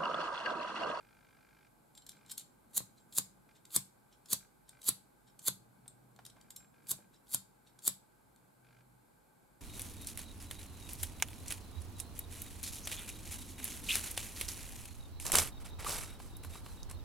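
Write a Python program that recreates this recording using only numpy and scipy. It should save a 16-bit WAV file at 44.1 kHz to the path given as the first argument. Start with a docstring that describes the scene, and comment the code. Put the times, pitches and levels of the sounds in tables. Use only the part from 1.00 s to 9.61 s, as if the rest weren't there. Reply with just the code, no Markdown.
"""Striking a flint lighter

A lighter is picked up, struck nine times over a desk in a small quiet room, and put down, its loose
parts ticking. In each stroke stick-slip friction excites the steel head until the flint sparks with a
crack, and the thumb's impact on the gas lever sets desk and room booming. The stepping focus motor of
a nearby camera purrs faintly over the room's hum and hiss."""
import sys
import numpy as np
from scipy import signal
from scipy.fft import rfft, irfft
from scipy.io import wavfile
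from scipy.ndimage import uniform_filter1d

SR = 44100
rng = np.random.default_rng(int(sys.argv[2]) if len(sys.argv) > 2 else 0)


def persist_wave(psi):
    """Save psi, clipped to +-1, as 16-bit WAV."""
    counts = np.round(np.clip(psi, -1, 1) * 32767).astype(np.int16)
    wavfile.write(sys.argv[1], SR, np.atleast_2d(counts).T)


N = 379648

# Levels are relative: each source applies its own gain.
# spectral densities of room air and microphone hiss: f/Hz, level/dB
AIR_SPECTRUM = [(15, -39.5), (25, -11.5), (54, -4.5), (75, -16.5), (119, -3), (485, -10), (629, -11.5),
                (832, -10.5), (1120, -14.5), (1520, -18), (1820, -26), (2310, -20), (3000, -36.5),
                (3900, -66), (6600, -120)]
HISS_SPECTRUM = [(1500, -20), (3000, -1.5), (4300, 1), (5900, -4.5), (6600, -1.5), (7500, 3.5), (8600, 2.5),
                 (11200, 3), (14000, 1.5), (15500, -10)]
AIR_RESONANCES = [(48, 12, 4), (848, 71, 6.5), (1560, 130, 9.5)]  # peaks in the air noise: f/Hz, width/Hz, level/dB
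AIR_COHERENCE = [(50, .8), (180, 0.29), (550, -0.22), (1650, .15), (3000, .15)]  # likeness of the air noise left and right: f/Hz, correlation
# swells of rumble and hum: start t/s, end t/s, level/dB above rest
RUMBLE_SWELLS = [(1.0, 2.55, 7), (4.4, 6.2, 8.5)]
HUM_SWELLS = [(4.55, 5.36, 14), (7.56, 8.04, 15)]
FOCUS_RUNS = [(.007, .68, -58.5), (1.129, 1.28, -59.5), (2.49, 2.52, -57.5), (3.407, 3.46, -59.5),
              (3.729, 3.8, -59), (5.362, 5.5, -63.5), (5.604, 5.659, -60), (5.741, 6.06, -62.5),
              (7.646, 7.82, -59.5)]  # the motor turns: start t/s, end t/s, level/dB
# modes of lens barrel, metal hood, desk with room, and gas lever: f/Hz, level/dB, T60/s
LENS_MODES = [(1363, -6.5, 0.051), (1575, -1, .04), (2133, -8, 0.047), (2374, -1, 0.029),
              (3240, -11.5, 0.015), (4780, -3, 0.011)]
HOOD_MODES = [(7520, -8, 0.18), (5460, -24.5, 0.099782), (3706, -26.5, .08)]
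BOOM_MODES = [(104.33, -58.5, 0.35), (137.4, -50.5, 0.21), (166, -53, .15), (190.6, -51.5, .35),
              (248, -60, 0.17)]
LEVER_MODES = [(3165, -4, .04), (5420, -1.5, .05), (7540, -4, .15)]
# knocks in the hand: t/s, level/dB, hood level/dB relative to the knock, rattle decay/s
HANDLING_KNOCKS = [(0.9515, -56, 7, .0023), (.977, -53, -6, 0.0045), (1.066, -48, -6, 0.0018),
                   (1.093, -47.5, -14, 0.003748), (1.119, -53.5, -3, .0024), (1.299, -51.5, -10, 0.0079),
                   (1.3163, -39.5, -9, 0.0057), (1.3801, -34.5, -19.5, 0.0036), (1.397, -45, -19, 0.0019),
                   (1.408, -52, 0, 0.005185), (5.163, -56, -24.5, .0015), (5.2529, -44, -30, .0015),
                   (5.264, -48.5, -25, 0.0032), (5.301, -58.5, -30, 0.004), (5.413, -55.5, -18.5, 0.0022),
                   (5.5066, -46, -28, 0.0025), (5.5641, -39.5, -1, 0.0021), (7.362, -56.5, -29, 0.0009047)]
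# responses of the steel head (wheel, flint, hood) and the plastic body: f/Hz, level/dB
HEAD_SPECTRUM = [(60, -23.5), (200, -15.5), (700, -23), (1100, -19), (1800, -23), (2800, -22), (3600, -9.5),
                 (4600, -11), (5300, -14), (6100, -12), (7200, -5), (10000, -6), (12500, -5), (15500, -15)]
BODY_SPECTRUM = [(40, -23), (120, 3.5), (280, 1.5), (420, -4.5), (560, -1.5), (750, -11.5), (1050, -3.5),
                 (1500, -16.5), (3000, -17), (8000, -35)]
# head resonances with parts loose, wheel dragging, wheel free, lever shutting: f/Hz, width/Hz, level/dB
LOOSE_PEAKS = [(3150, 250, 5), (4040, 280, 4), (5450, 230, 8), (7600, 350, 4), (8923, 600, 5.5)]
DRAG_PEAKS = [(4490, 210, 7.5), (5283.7, 700, -2.5), (7370, 450, 5), (10100, 400, 1), (11300, 700, 3.5)]
FREE_PEAKS = [(3688.4, 300, 1), (4260, 110, 2), (8030, 640, 7), (8540, 1500, 2.5), (11200, 800, 7.5)]
SNAP_PEAKS = [(8200, 1300, 12), (3500, 500, 2)]
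# strokes of the wheel: spark t/s, duration/s, early rasp level/dB, late rasp level/dB, spark level/dB,
# treble tilt/(dB/octave), lead of the wheel's catch over the spark/s, catch level/dB
STROKES = [(1.7787, 0.044, -55, -31, -28.5, .9, 0.04243, -64),
           (2.1848, .053, -54, -32.5, -22, 1, 0.059, -50),
           (2.7634, 0.058, -55, -30.5, -23, -0.5, 0.11, -52.5),
           (3.3318, .045, -54.5, -31.5, -22.5, -0.5, .0719, -53),
           (3.89, .059, -53, -29, -23.5, -0.4, .0722, -48),
           (4.4827, 0.06458, -59.5, -29.5, -26, -0.5, 0.09, -48),
           (5.9154, .045, -55, -32, -29, 1.5, 0.037, -60.5),
           (6.3462, .064, -59.5, -32.5, -26, -0.5, .0759, -62),
           (6.8787, 0.056, -57, -30.5, -22.5, 0, 0.088, -52)]
# the thumb lands on the lever: t/s, knock level/dB, thump level/dB, knock tilt/(dB/octave)
THUMB_LANDINGS = [(1.777, -9.5, -9.5, 0), (1.805, -4, -6, -2.5), (2.1838, 0, -2.5, 0),
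                  (2.7647, -1, 0.5, -0.5), (3.3321, -2, -4, -0.5), (3.8899, -1.5, 0, .5),
                  (4.484, -2, 1, -1.5), (5.915, -8.5, -3, 0), (6.3471, -4.5, -2, -1.5),
                  (6.8779, 0.5, -3, 0)]
LEVER_SNAPS = [(3.6918, -42.5), (4.8795, -42)]  # the gas lever shuts: t/s, level/dB
DESK_TAPS = [(4.859, -59, 847), (5.19, -51.5, 1040), (5.367, -59, 1000), (5.931, -54.5, 520),
             (5.988, -57.5, 470)]  # fingers and lighter touch the desk: t/s, level/dB, f/Hz
REVERB_TIMES = [(100, 0.2), (500, 0.1), (2000, .3), (5000, .33), (9000, 0.27), (15000, 0.2)]  # decay of the room: f/Hz, T60/s
NEAR_ECHOES = [(.0012, 0.25), (.0027, .16), (.0046, 0.12), (.0078, .09), (.0097, .09), (.0125, .06),
               (.017, .045)]  # reflections from hands and desk: delay/s, gain
STEREO_LEVEL = [(100, 2), (600, -3), (1500, 0), (4500, -0.5), (7800, 1.5), (9100, 5), (10500, 0),
                (12300, -4.5), (15000, -3.5)]  # excess of left over right: f/Hz, level/dB
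STEREO_PHASE = [(0, 0), (3620, 0.1), (4220, 0.29), (7670, 0.1), (8180, 0.5), (8530, -0.1), (11200, -0.044),
                (14100, 0.36), (16100, 0.1)]  # lead of left over right: f/Hz, phase/rad

BODY_HZ, SCENE_HZ = np.fft.rfftfreq(2048, 1 / SR), np.fft.rfftfreq(N, 1 / SR)


def gain_of(db):
    """Amplitude ratio of a level in decibels."""
    return 10 ** (np.asarray(db) / 20)


def unit_rms(x):
    """Normalisation to unit mean power."""
    return x / np.sqrt(np.mean(x ** 2) + 1e-20)


def curve(points, hz):
    """Linear interpolation on a logarithmic frequency axis."""
    f, value = np.transpose(points)
    return np.interp(np.log(hz + 1), np.log(f + 1), value)


def resonances(peaks, hz):
    """Resonance peaks as Lorentzian humps in decibels."""
    return sum(db / (1 + (2 * (hz - f) / width) ** 2) for f, width, db in peaks)


def add(mix, s, sound):
    """Superposition of a sound on the mix at time s."""
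    part = mix[..., max(round(s * SR), 0):][..., :sound.shape[-1]]
    part += sound[..., :part.shape[-1]]


def butterworth(x, hz, kind, order=2):
    """Maximally flat high-pass or low-pass filtering."""
    return signal.sosfilt(signal.butter(order, hz, kind, fs=SR, output="sos"), x)


def impulse_response(db):
    """Minimum-phase response of unit energy, found by folding the cepstrum of a spectrum."""
    cepstrum = irfft(np.log(gain_of(db)))
    half = len(db) - 1
    cepstrum[1:half] *= 2
    cepstrum[half + 1:] = 0
    response = irfft(np.exp(rfft(cepstrum)))
    return response / np.linalg.norm(response)


def ring(modes, t):
    """Free vibration as a sum of exponentially damped modes."""
    return sum(gain_of(db - 60 * t / t60) * np.sin(2 * np.pi * hz * t) for hz, db, t60 in modes)


def swells(spans, rest_db, fade_s):
    """Slow amplitude modulation: the level ramps up from rest for each span."""
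    t = np.arange(N) / SR
    rise_db = sum(db * np.clip(.5 + np.minimum(t - start, end - t) / fade_s, 0, 1)
                  for start, end, db in spans)
    return gain_of(rest_db + rise_db)


def stereo_noise(db, coherence):
    """Partial coherence: two channels share a part of their coloured noise."""
    left, independent = rfft(rng.standard_normal((2, N)))
    right = coherence * left + np.sqrt(1 - coherence ** 2) * independent
    return unit_rms(irfft(np.array([left, right]) * gain_of(db), N))


def background(air_db=-68, hiss_db=-76, hum_hz=124, waver_hz=3):
    """Noise floor: stationary air and hiss, a swelling rumble and a frequency-modulated hum."""
    air_colour = curve(AIR_SPECTRUM, SCENE_HZ) + resonances(AIR_RESONANCES, SCENE_HZ)
    air = stereo_noise(air_colour, curve(AIR_COHERENCE, SCENE_HZ)) * gain_of(air_db)
    hiss = stereo_noise(curve(HISS_SPECTRUM, SCENE_HZ), coherence=.35) * gain_of(hiss_db)
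    low_colour = curve([(50, -26), (115, -4), (220, -1), (400, -14), (1200, -20), (3000, -58.5)], SCENE_HZ)
    rumble = stereo_noise(low_colour, coherence=.33) * swells(RUMBLE_SWELLS, rest_db=-77.5, fade_s=.3)
    drift = unit_rms(uniform_filter1d(rng.standard_normal(N), size=3000))
    hum = np.sqrt(2) * np.sin(2 * np.pi * np.cumsum(hum_hz + waver_hz * drift) / SR)
    return air + hiss + rumble + hum * swells(HUM_SWELLS, rest_db=-84, fade_s=.1)


def focus_motor(level_db=-1.5, step_hz=50, top_hz=4500):
    """Periodic impacts: each motor step rings the lens barrel, every second one more weakly."""
    out, t = np.zeros(N), np.arange(SR // 20) / SR
    attack = 1 - np.exp(-t / .0012)
    for start, end, db in FOCUS_RUNS:
        for k, s in enumerate(np.arange(start, end, 1 / step_hz)):
            modes = [(hz * (1 + .016 * rng.standard_normal()), level, t60) for hz, level, t60 in LENS_MODES]
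            whirr = .87 * rng.standard_normal(len(t)) * np.exp(-t / .0081)
            add(out, s, gain_of(db + level_db - 1.3 * (k % 2)) * (ring(modes, t) + whirr) * attack)
    return butterworth(out, top_hz, "low")


def friction(t, teeth_hz, rough_db, rays=1):
    """Stick-slip noise, modulated as teeth catch and slip; one row per direction of radiation."""
    teeth_passed = np.cumsum(teeth_hz * np.ones(len(t))) / SR
    bite = rng.standard_normal(len(t))
    bite_db = rough_db * np.interp(teeth_passed, np.arange(len(t)), bite)
    return unit_rms(rng.standard_normal((rays, len(t))) * gain_of(bite_db))


def steel_head(peaks, tilt_db, detune=.012, ripple_db=2.5):
    """A loaded resonator: each grip shifts the main resonances and damps the small ones differently."""
    shift = 1 + detune * rng.standard_normal()
    octaves = np.clip(np.log2((BODY_HZ + 1) / 9000), -2, 1)
    ripple = uniform_filter1d(rng.standard_normal(len(BODY_HZ)), size=7)
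    ripple = unit_rms(uniform_filter1d(ripple, size=5))
    colour = curve(HEAD_SPECTRUM, BODY_HZ) + resonances(peaks, BODY_HZ * shift)
    return impulse_response(colour + tilt_db * octaves + ripple_db * ripple)


def room(sound, wet_db, mids_db, stray=.3):
    """Multipath propagation: direct sound, echoes that shift as the hands move, and a diffuse tail."""
    rays, size = np.atleast_2d(sound), SR // 3
    t = np.arange(size) / SR
    diffuse = rng.standard_normal((len(rays), 2, size)) * np.clip((t - .003) / .0063, 0, 1)
    hz, age, spectra = signal.stft(diffuse, SR, nperseg=256)
    early = 1 + 1.5 * np.exp(-age / .013)  # the nearest walls answer first
    colour_db = mids_db * np.exp(-age / .059) / (1 + (hz[:, None] / 6000) ** 4)
    decay_db = 60 * age / curve(REVERB_TIMES, hz)[:, None]
    tail = signal.istft(spectra * early * gain_of(colour_db - decay_db), SR, nperseg=256)[1][..., :size]
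    response = gain_of(wet_db) * tail / np.linalg.norm(tail[:, 0])
    response[0, :, 0] += 1  # the first ray meets both microphones alike
    response[1:, :, 0] += [stray, -stray]  # the others arrive in antiphase
    for side in response[-1]:
        for delay, gain in NEAR_ECHOES:
            add(side, delay * (1 + .15 * rng.uniform(-1, 1)), np.array([gain]))
    return signal.fftconvolve(rays[:, None], response, axes=2).sum(axis=0)


def regrip_times(quick_s=1, lead_s=.204):
    """Times at which the thumb returns to the wheel between strokes in quick succession."""
    sparks = np.array([row[0] for row in STROKES])
    return sparks[1:][np.diff(sparks) < quick_s] - lead_s


def contacts(hood_db=-15, slide=.59, jiggle_hz=18):
    """Contacts due to backlash: t/s, level/dB, hood level/dB, decay/s, rise over decay, resonances."""
    rows = [(*knock, slide, LOOSE_PEAKS) for knock in HANDLING_KNOCKS]
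    rows += [(s, db, hood_db, .0022, .12, SNAP_PEAKS) for s, db in LEVER_SNAPS]
    for s, stroke, early_db, *_, lead, catch_db in STROKES:
        rows.append((s - lead, catch_db, hood_db, .0021, slide, LOOSE_PEAKS))  # the wheel catches
        rows.append((s - stroke, early_db + 1.5, hood_db, .002, slide, DRAG_PEAKS))  # and breaks loose
    rows += [(s, -66.5, hood_db, .015, slide, LOOSE_PEAKS) for s in regrip_times()]
    for s in np.arange(.99, 1.38, 1 / jiggle_hz):  # parts jiggle as the lighter is picked up
        delay, db = rng.random() / jiggle_hz, rng.normal(-62, 2)
        rows.append((s + delay, db, -5, .003, slide, LOOSE_PEAKS))
    return rows


def ticks(rattle_db=2, thin_hz=2100, top_hz=14500):
    """Contact noise: wheel and lever slide and rattle in their play, exciting the hood's modes."""
    out, t = np.zeros((2, N)), np.arange(-SR // 30, SR // 5) / SR
    for s, db, hood_db, decay, slide, peaks in contacts():
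        envelope = np.exp(-abs(t) / np.where(t < 0, slide * decay, decay))
        force = friction(t, teeth_hz=1200, rough_db=3)[0] * envelope
        head = steel_head(peaks, tilt_db=-2.5 + .3 * (db + 40), detune=.022)  # softer is duller
        rattle = gain_of(rattle_db) * signal.fftconvolve(force, head)[:len(t)]
        hood = gain_of(hood_db) * ring(HOOD_MODES, np.maximum(t, 0))
        add(out, s + t[0], gain_of(db) * room(rattle + hood, wet_db=-7.5, mids_db=2))
    thin = butterworth(out, thin_hz, "high", order=1)  # small parts radiate little bass
    return butterworth(thin, top_hz, "low", order=1)


def wheel_strokes(rasp_db=-1, spark_db=5, rise_s=.0014, fall_s=.0018):
    """Friction and brittle fracture: the wheel speeds up and bites harder until flint cracks away."""
    out = np.zeros((2, N))
    for s, stroke, early_db, late_db, crest_db, tilt_db, *_ in STROKES:
        t = np.arange(-stroke - .04, .012, 1 / SR)
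        creep = [(t[0], early_db - 24), (-stroke, early_db - 14)]
        drive = [(-stroke + .002, early_db - 4.5), (-.029, (early_db + late_db) / 2 - 3), (-.007, late_db)]
        release = [(0, late_db), (.004, late_db - 13.5), (.012, late_db - 38.5)]
        drag_db = np.interp(t, *np.transpose(creep + drive + release))
        teeth_hz = np.interp(t, [-stroke, 0], [350, 1200])
        drag = friction(t, teeth_hz, rough_db=3.5, rays=3) * gain_of(drag_db + rasp_db)
        burst = gain_of(crest_db + spark_db) * np.exp(-abs(t) / np.where(t < 0, rise_s, fall_s))
        fracture = friction(t, teeth_hz=2500, rough_db=.93, rays=3) * burst
        rasp = signal.fftconvolve(drag, steel_head(DRAG_PEAKS, tilt_db)[None])
        crack = signal.fftconvolve(fracture, steel_head(FREE_PEAKS, tilt_db)[None])
        add(out, s + t[0], room(rasp + crack, wet_db=-9, mids_db=13, stray=.2))
    return out


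def thumb_landings(knock_db=-18, thump_db=1, swell_s=.004, contact_s=.002, scuff=.06):
    """Impact excitation: the thumb knocks and scuffs the plastic lever, jolting desk and room modes."""
    out, t = np.zeros((2, N)), np.arange(SR // 2) / SR
    octaves, brief = np.log2(BODY_HZ + 20), t[:1024]
    for s, hit_db, low_db, tilt_db in THUMB_LANDINGS:
        body = impulse_response(curve(BODY_SPECTRUM, BODY_HZ) + tilt_db * octaves)
        force = scuff * friction(brief, teeth_hz=1000, rough_db=-.35, rays=3) * np.exp(-brief / contact_s)
        force[0, 0] += 1  # the blow itself
        knock = signal.fftconvolve(force, body[None])
        add(out, s, gain_of(hit_db + knock_db) * room(knock, wet_db=0, mids_db=2, stray=.8))
        modes = [(hz, db + rng.standard_normal(), t60) for hz, db, t60 in BOOM_MODES]
        add(out, s, gain_of(low_db + thump_db) * ring(modes, t) * (1 - np.exp(-t / swell_s)))
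    return butterworth(out, 65, "high")


def lever_pings(level_db=-71, scatter_db=5, delay_s=.02):
    """Free vibration: the released lever springs up and rings, each time in a new blend of modes."""
    out, t = np.zeros((2, N)), np.arange(SR // 5) / SR
    for s in regrip_times():
        modes = [(hz, db + scatter_db * rng.standard_normal(), t60) for hz, db, t60 in LEVER_MODES]
        add(out, s + delay_s, gain_of(level_db) * room(ring(modes, t), wet_db=-12, mids_db=1))
    return out


def desk_taps(contact_s=.0055):
    """Damped impacts: each padded bump on the desk excites one broad resonance."""
    out, t = np.zeros((2, N)), np.arange(SR // 20) / SR
    for s, db, pitch_hz in DESK_TAPS:
        octaves = np.log2((BODY_HZ + 20) / pitch_hz)
        body = impulse_response(-20 * np.log10(1 + 2 * octaves ** 2))
        force = rng.standard_normal(len(t)) * np.exp(-t / contact_s)
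        add(out, s, gain_of(db) * room(signal.fftconvolve(force, body), wet_db=-3.5, mids_db=-8.5))
    return out


def scene():
    """Superposition; the lighter reaches two microphones with level and phase that vary by frequency."""
    lighter = wheel_strokes() + thumb_landings() + ticks() + lever_pings() + desk_taps()
    left = gain_of(curve(STEREO_LEVEL, SCENE_HZ) / 2) * np.exp(1j * curve(STEREO_PHASE, SCENE_HZ) / 2)
    placed = irfft(rfft(lighter) * np.array([left, 1 / left]), N)
    return placed + focus_motor() + background()


def record(dry):
    """Band limiting: a bass cut at 36 Hz and a linear-phase low-pass at 15850 Hz."""
    low_pass = signal.firwin(255, 15850, window=("kaiser", 8), fs=SR)
    return signal.oaconvolve(butterworth(dry, 36, "high", order=4), low_pass[None], "same")


dry = scene()
out = record(dry)
persist_wave(out)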